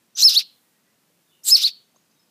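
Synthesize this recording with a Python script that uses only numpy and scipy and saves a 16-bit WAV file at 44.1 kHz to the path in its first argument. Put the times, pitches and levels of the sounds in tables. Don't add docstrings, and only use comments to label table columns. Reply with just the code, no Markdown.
import sys
import numpy as np
from scipy import signal
from scipy.fft import rfft, irfft
from scipy.io import wavfile
from scipy.ndimage import uniform_filter1d

SR = 44100
rng = np.random.default_rng(int(sys.argv[2]) if len(sys.argv) > 2 else 0)


def convert_level_to_amplitude(level_db):
    exponent = np.asarray(level_db, float) / 20
    return 10 ** exponent


def file_out(sig):
    cols = np.atleast_2d(sig).T
    lim = np.clip(cols, -1, 1)
    pcm = np.round(lim * 32767).astype(np.int16)
    wavfile.write(sys.argv[1], SR, pcm)


N = 101430


def rms_one(x):
    return x / np.sqrt(np.mean(x ** 2) + 1e-20)


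def clock():
    return np.arange(N) / SR


def at_hz(points, hz):
    table_hz, table_db = np.transpose(points)
    return np.interp(np.log(hz), np.log(table_hz), table_db)


def drift(rate_hz):
    r = np.exp(-2 * np.pi * rate_hz / SR)
    noise = rng.standard_normal(N + SR)
    return rms_one(signal.lfilter([1], [1, -2 * r, r * r], noise)[SR:])


def window(start, end, edge_s=.002):
    t = clock()
    return np.clip(np.minimum(t - start, end - t) / edge_s, 0, 1)


def resonance(x, hz, width_hz):
    r = np.exp(-np.pi * width_hz / SR)
    gain = (1 - r * r) / 2
    return signal.lfilter([gain, 0, -gain], [1, -2 * r * np.cos(2 * np.pi * hz / SR), r * r], x)


def double_resonance(x, hz, width_hz):
    return resonance(resonance(x, hz, width_hz), hz, width_hz)


def moving_resonance(x, hz, width_hz):
    turn = np.exp(2j * np.pi * np.cumsum(hz) / SR)
    low_pass = signal.butter(1, width_hz / 2, fs=SR, output="sos")
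    return 2 * np.real(turn * signal.sosfilt(low_pass, x / turn))


def glides(rows, wobble_db):
    out, t = np.zeros(N), clock()
    waver = 1 + .012 * drift(400)
    for s, length, start_hz, end_hz, db in rows:
        hz = np.interp(t, [s, s + length], [start_hz, end_hz]) * waver
        phase = 2 * np.pi * np.cumsum(hz) / SR
        tone = np.sin(phase) + convert_level_to_amplitude(-29.5) * np.sin(2 * phase)
        out += np.sqrt(2) * convert_level_to_amplitude(db) * window(s, s + length, length / 8) * tone
    return out * convert_level_to_amplitude(wobble_db * drift(120))


# [t/s, f/Hz, level/dB]
FIRST_ARCH = [
    (.223, 4000, -20),
    (.228, 4100, -11.5),
    (.2355, 4330, -8),
    (.2375, 4750, -14),
    (.244, 5250, -10.5),
    (.2515, 5420, -6.5),
    (.277, 4980, -8.5),
    (.280, 4560, -10.5),
    (.292, 3850, -13),
]
# [t/s, f/Hz, level/dB]
FIRST_RISE = [
    (.338, 2600, -42),
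    (.348, 2950, -33),
    (.352, 3200, -22),
    (.362, 3600, -17),
    (.368, 3880, -11.5),
    (.379, 4450, -9),
    (.387, 4560, -11),
    (.392, 3950, -18),
    (.400, 3500, -24),
]
# [t/s, f/Hz, level/dB]
SECOND_ARCH = [
    (1.488, 3700, -30),
    (1.505, 4400, -21),
    (1.516, 5100, -13),
    (1.528, 5200, -7),
    (1.539, 5080, -8),
    (1.549, 5290, -8.5),
    (1.551, 4760, -7),
    (1.559, 4280, -9),
    (1.568, 3800, -22),
]
# [t/s, f/Hz, level/dB]
SECOND_RISE = [
    (1.618, 2700, -44),
    (1.632, 3300, -33),
    (1.6355, 3500, -20),
    (1.649, 4120, -12.5),
    (1.656, 4500, -12),
    (1.667, 4400, -11),
    (1.672, 3950, -17),
    (1.68, 3650, -20),
    (1.686, 3500, -34),
]
# [t/s, length/s]
VOICE_BREAKS = [
    (.2405, .001),
    (.278, .0015),
    (1.5412, .0015),
    (1.55, .002),
]
# [start t/s, end t/s, level/dB under the whistle]
HALF_PITCH_SPELLS = [
    (.238, .27, -32),
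    (.376, .39, -34),
    (1.51, 1.551, -29),
    (1.652, 1.67, -36),
]
# [multiple of the whistle pitch, level/dB]
HALF_PITCH_PARTIALS = [(.5, -7.), (1.5, -3.), (2.5, -2.)]
# [start t/s, end t/s]
FLUTTER_SPELLS = [
    (.3805, .41),
    (1.6505, 1.69),
]
# [t/s, depth 0-1]
AIRWAY_PINCHES = [(.3816, .6), (.3851, .75), (.3883, .85), (.3906, .85), (.3922, .6), (.3947, .7),
                  (.3965, .7), (.3989, .7), (1.6534, .65), (1.656, .25), (1.658, .55), (1.661, .85),
                  (1.6643, .85), (1.6684, .7), (1.671, .6), (1.6745, .5), (1.6768, .95), (1.681, .95)]
# [f/Hz, level/dB]
SECOND_PARTIAL = [(5000, 12), (6000, 2), (7100, -12), (7700, -37), (8300, -33), (8800, -22), (9600, -34),
                  (10400, -23.5)]
# [f/Hz, level/dB]
THIRD_PARTIAL = [(8000, -30), (10000, -19), (12000, -23), (13000, -25), (13800, -27), (15000, -21),
                 (15400, -30), (16000, -50)]


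def whistle():
    t, out, strength = clock(), np.zeros(N), np.zeros(N)
    shape = convert_level_to_amplitude(.5 * drift(180))
    half = sum(convert_level_to_amplitude(db) * window(a, b) for a, b, db in HALF_PITCH_SPELLS) * convert_level_to_amplitude(drift(160))
    for s, length in VOICE_BREAKS:
        shape = shape * np.tanh((s - t) / length * 2)
    pinch_s = .0007
    for s, depth in AIRWAY_PINCHES:
        shape = shape * (1 - depth * np.exp(-.5 * ((t - s) / pinch_s) ** 2))
    dull = convert_level_to_amplitude(-3 * sum(window(a, b) for a, b in FLUTTER_SPELLS))
    second = dull * convert_level_to_amplitude(1.5 * drift(100))
    third = dull * convert_level_to_amplitude(1.5 * drift(100))
    for note in (FIRST_ARCH, FIRST_RISE, SECOND_ARCH, SECOND_RISE):
        s, hz, db = np.transpose(note)
        hz = np.interp(t, s, hz) * (1 + .005 * drift(400))
        level = convert_level_to_amplitude(np.interp(t, s, db)) * window(s[0], s[-1])
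        phase = 2 * np.pi * np.cumsum(hz) / SR
        tone = np.sin(phase)
        tone += second * convert_level_to_amplitude(at_hz(SECOND_PARTIAL, 2 * hz)) * np.sin(2 * phase)
        tone += third * convert_level_to_amplitude(at_hz(THIRD_PARTIAL, 3 * hz)) * np.sin(3 * phase)
        for multiple, partial_db in HALF_PITCH_PARTIALS:
            tone += half * convert_level_to_amplitude(partial_db) * np.sin(multiple * phase)
        out += np.sqrt(2) * level * shape * tone
        strength += level * dull
    return out, strength


# [t/s, level/dB, throat f/Hz, windpipe level/dB, beak level/dB]
FIRST_RASP = [
    (0.155, -60.5, 5750, 1.5, -1.5),
    (0.177, -26, 6200, -4.5, -9.5),
    (0.201, -22.5, 6175, 2, -19.5),
    (0.231, -17, 5910, -8.5, 10.5),
    (0.291, -19, 5530, -1, 0.5),
    (0.324, -22, 4920, -1, -11.5),
    (.35, -28.5, 5400, 4.5, 3.5),
    (.395, -22.5, 4800, 1, -4),
    (0.435, -63.5, 4320, 19, 4),
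]
# [t/s, level/dB, throat f/Hz, windpipe level/dB, beak level/dB]
SECOND_RASP = [
    (1.437, -51.5, 6750, -21, 10.5),
    (1.455, -34.5, 8300, -7, 2.5),
    (1.484, -18, 7450, -7, 2.5),
    (1.511, -18, 7100, -20, 6.5),
    (1.565, -22, 5270, 0, 1.5),
    (1.6, -28.5, 4900, 0.5, -9),
    (1.63, -26, 5393, 5.5, 0.5),
    (1.68, -30, 4470, 4.5, -1),
    (1.713, -51.5, 4480, 5, -10),
]
# [f/Hz, width/Hz, level/dB]
WINDPIPE = [(1450, 700, -30), (2900, 700, -14), (3900, 1100, -4), (4900, 1200, -5)]
# [f/Hz, width/Hz, level/dB]
BEAK_HOLLOWS = [(8300, 1200, -21), (11800, 7500, -16.5), (14090, 2000, -23.5)]


def rasp(strength):
    t = clock()
    flaps_per_s, throat_width_hz = 5000, 620
    flaps = (rng.random(N) < flaps_per_s / SR) * convert_level_to_amplitude(2 * rng.standard_normal(N))
    flaps = rms_one(flaps * rng.choice([-1, 1], N))
    flaps = flaps + 1.3 * rng.standard_normal(N)
    flaps = flaps * convert_level_to_amplitude(1.3 * drift(450))
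    s, *columns = np.transpose(np.vstack([FIRST_RASP, SECOND_RASP]))
    db, hz, pipe_db, beak_db = (np.interp(t, s, c) for c in columns)
    hz = hz * (1 + .035 * drift(150))
    throat = moving_resonance(flaps, hz, throat_width_hz)
    throat = moving_resonance(throat, hz, 2 * throat_width_hz)
    pipe, beak = np.zeros(N), np.zeros(N)
    for k, (f, width, d) in enumerate(WINDPIPE, start=1):
        pipe += convert_level_to_amplitude(d) * double_resonance(np.roll(flaps, k * SR // 100), f, width)
    for k, (f, width, d) in enumerate(BEAK_HOLLOWS):
        beak += convert_level_to_amplitude(d) * resonance(np.roll(flaps, -k * SR // 100), f, width)
    voiced = sum(window(call[0][0], call[-1][0]) for call in (FIRST_RASP, SECOND_RASP))
    lock_at_db, lock_db = -10, -32
    lock = uniform_filter1d(strength ** 2 / (strength ** 2 + convert_level_to_amplitude(2 * lock_at_db)), size=90)
    sound = (throat + convert_level_to_amplitude(pipe_db) * pipe + convert_level_to_amplitude(beak_db) * beak) / np.std(throat)
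    sound = voiced * convert_level_to_amplitude(db + lock_db * lock) * sound
    sound = sound - .4 * resonance(sound, 1960, 900)
    return signal.sosfilt(signal.butter(2, 650, "high", fs=SR, output="sos"), sound)


# [start t/s, end t/s, start f/Hz, end f/Hz, level/dB]
BREATH_BANDS = [(.165, 0.2, 1349, 1670, -55.5), (.185, 0.22, 12500, 14000, -34.5),
                (.2, .222, 5600, 7665, -36), (.29, .36, 1500, 900, -56.5), (.385, 0.426, 2900, 2700, -34),
                (.29, 0.32, 4900, 3900, -27.5), (.176, 0.26, 7700, 6500, -29),
                (1.45, 1.455, 1400, 1400, -56), (1.478, 1.52, 10500, 6500, -37.5),
                (1.56, 1.629, 2600, 2500, -42), (1.655, 1.702, 2400, 2600, -42.5),
                (1.6, 1.632, 4637.5, 6500, -39), (1.436, 1.446, 11600, 12600, -59)]


def side_bands():
    out, t, width_hz = np.zeros(N), clock(), 770
    for a, b, start_hz, end_hz, db in BREATH_BANDS:
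        hz = np.interp(t, [a, b], [start_hz, end_hz])
        band = moving_resonance(rng.standard_normal(N), hz, width_hz)
        band = moving_resonance(band, hz, width_hz)
        out += convert_level_to_amplitude(db) * window(a, b, (b - a) / 4) * rms_one(band)
    return out


# [t/s, length/s, start f/Hz, end f/Hz, level/dB]
OPENING_PEEPS = [
    (.151, .013, 5750, 6200, -38),
    (1.4345, .005, 5200, 6100, -52),
    (1.438, .016, 6050, 6500, -50),
]


def peeps():
    return glides(OPENING_PEEPS, wobble_db=2.5)


def room(x):
    t = np.arange(SR // 2) / SR
    white = rng.standard_normal((3, len(t)))
    tail = convert_level_to_amplitude(-60 * t / .27) * double_resonance(white[0], 4200, 1150)
    tail += convert_level_to_amplitude(-2 - 60 * t / .4) * double_resonance(white[1], 3024, 900)
    tail += convert_level_to_amplitude(-24 - 60 * t / .45) * white[2]
    tail *= np.clip((t - .004) / .0065, 0, 1)
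    return convert_level_to_amplitude(-27) * signal.fftconvolve(x, tail / np.linalg.norm(tail))[:N]


# [t/s, peak level/dB, f/Hz, ring/s]
TICK_EVENTS = [(.25, -58, 45, .05), (.25, -52, 85, .04), (.251, -53, 750, .02), (1.525, -68, 40, .08),
               (1.405, -47, 8000, .002), (1.405, -51, 5800, .002), (1.43, -46, 8500, .002),
               (1.946, -53, 700, .02), (1.961, -50, 1050, .02), (1.961, -51, 600, .02),
               (1.822, -50, 7500, .002), (1.1, -60, 480, .06)]


def ticks():
    out, t = np.zeros(N), clock()
    for s, db, hz, ring_s in TICK_EVENTS:
        since = t - s
        fade = convert_level_to_amplitude(db - 60 * np.clip(since, 0, 1) / ring_s)
        out += fade * np.clip(since * 900, 0, 1) * np.sin(2 * np.pi * hz * since)
    return out


# [t/s, length/s, start f/Hz, end f/Hz, level/dB]
FAR_NOTES = [(.62, .085, 1900, 1900, -76), (.72, .1, 1900, 1900, -76), (.855, .07, 1930, 2000, -74),
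             (1.266, .025, 3700, 3650, -72), (1.292, .024, 3500, 3450, -70), (1.312, .02, 3000, 2950, -71),
             (1.318, .04, 3700, 3600, -76), (1.332, .035, 2950, 2800, -71), (1.36, .045, 2800, 2750, -78),
             (1.84, .03, 6300, 6600, -76), (1.91, .04, 6500, 6400, -77), (1.948, .014, 3400, 4200, -73),
             (1.955, .008, 4600, 4900, -70), (1.959, .014, 6100, 6800, -61), (1.972, .09, 6700, 6500, -76),
             (2.015, .035, 5150, 5000, -76), (2.095, .025, 4750, 5100, -73), (2.103, .02, 6200, 6200, -71),
             (2.125, .04, 6300, 6150, -76), (2.15, .035, 3750, 3800, -76), (2.192, .022, 5200, 5200, -64),
             (2.22, .028, 5200, 5150, -70)]


def far_birds():
    return convert_level_to_amplitude(-4) * glides(FAR_NOTES, wobble_db=4)


# [f/Hz, level/dB]
HUSH_COLOUR = [(18, -61.5), (30, -40.5), (164, -1), (728, -12), (1970, -14.5), (2130, -14.5), (5170, -16.5),
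               (5590, -16.5), (15500, -17)]
# [t/s, level/dB]
HISS_LEVEL = [
    (0, -1),
    (.15, -3.5),
    (.45, 4.5),
    (.7, 0.5),
    (.85, -2.5),
    (1.4, 0.5),
    (1.75, 0.5),
    (1.9, -2.5),
    (2.3, -2),
]


def hush():
    hz = np.maximum(np.arange(N // 2 + 1) * SR / N, 1)
    noise = irfft(rfft(rng.standard_normal(N)) * convert_level_to_amplitude(at_hz(HUSH_COLOUR, hz)), N)
    noise = convert_level_to_amplitude(-64.5) * rms_one(noise)
    treble = irfft(rfft(noise) * np.clip(hz / 5000 - 1, 0, 1), N)
    swell = convert_level_to_amplitude(np.interp(clock(), *np.transpose(HISS_LEVEL)))
    return noise + treble * (swell - 1)


def scene():
    tone, strength = whistle()
    hoarse = rasp(strength) + peeps() + side_bands()
    far = far_birds()
    scattered = convert_level_to_amplitude(-3) * drift(70) * tone
    wet = room(scattered + hoarse + convert_level_to_amplitude(21) * far)
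    return (tone + hoarse + far + wet + ticks() + hush())[None]


def top_cut(x):
    return signal.sosfilt(signal.butter(12, 15700, fs=SR, output="sos"), x)


def record(dry):
    overload = .78
    rounded = dry / (1 + (dry / overload) ** 6) ** (1 / 6)
    low_pass = signal.ellip(12, .2, 60, 15250, fs=SR, output="sos")
    return top_cut(signal.sosfilt(low_pass, rounded))


dry = scene()
out = record(dry)
file_out(out)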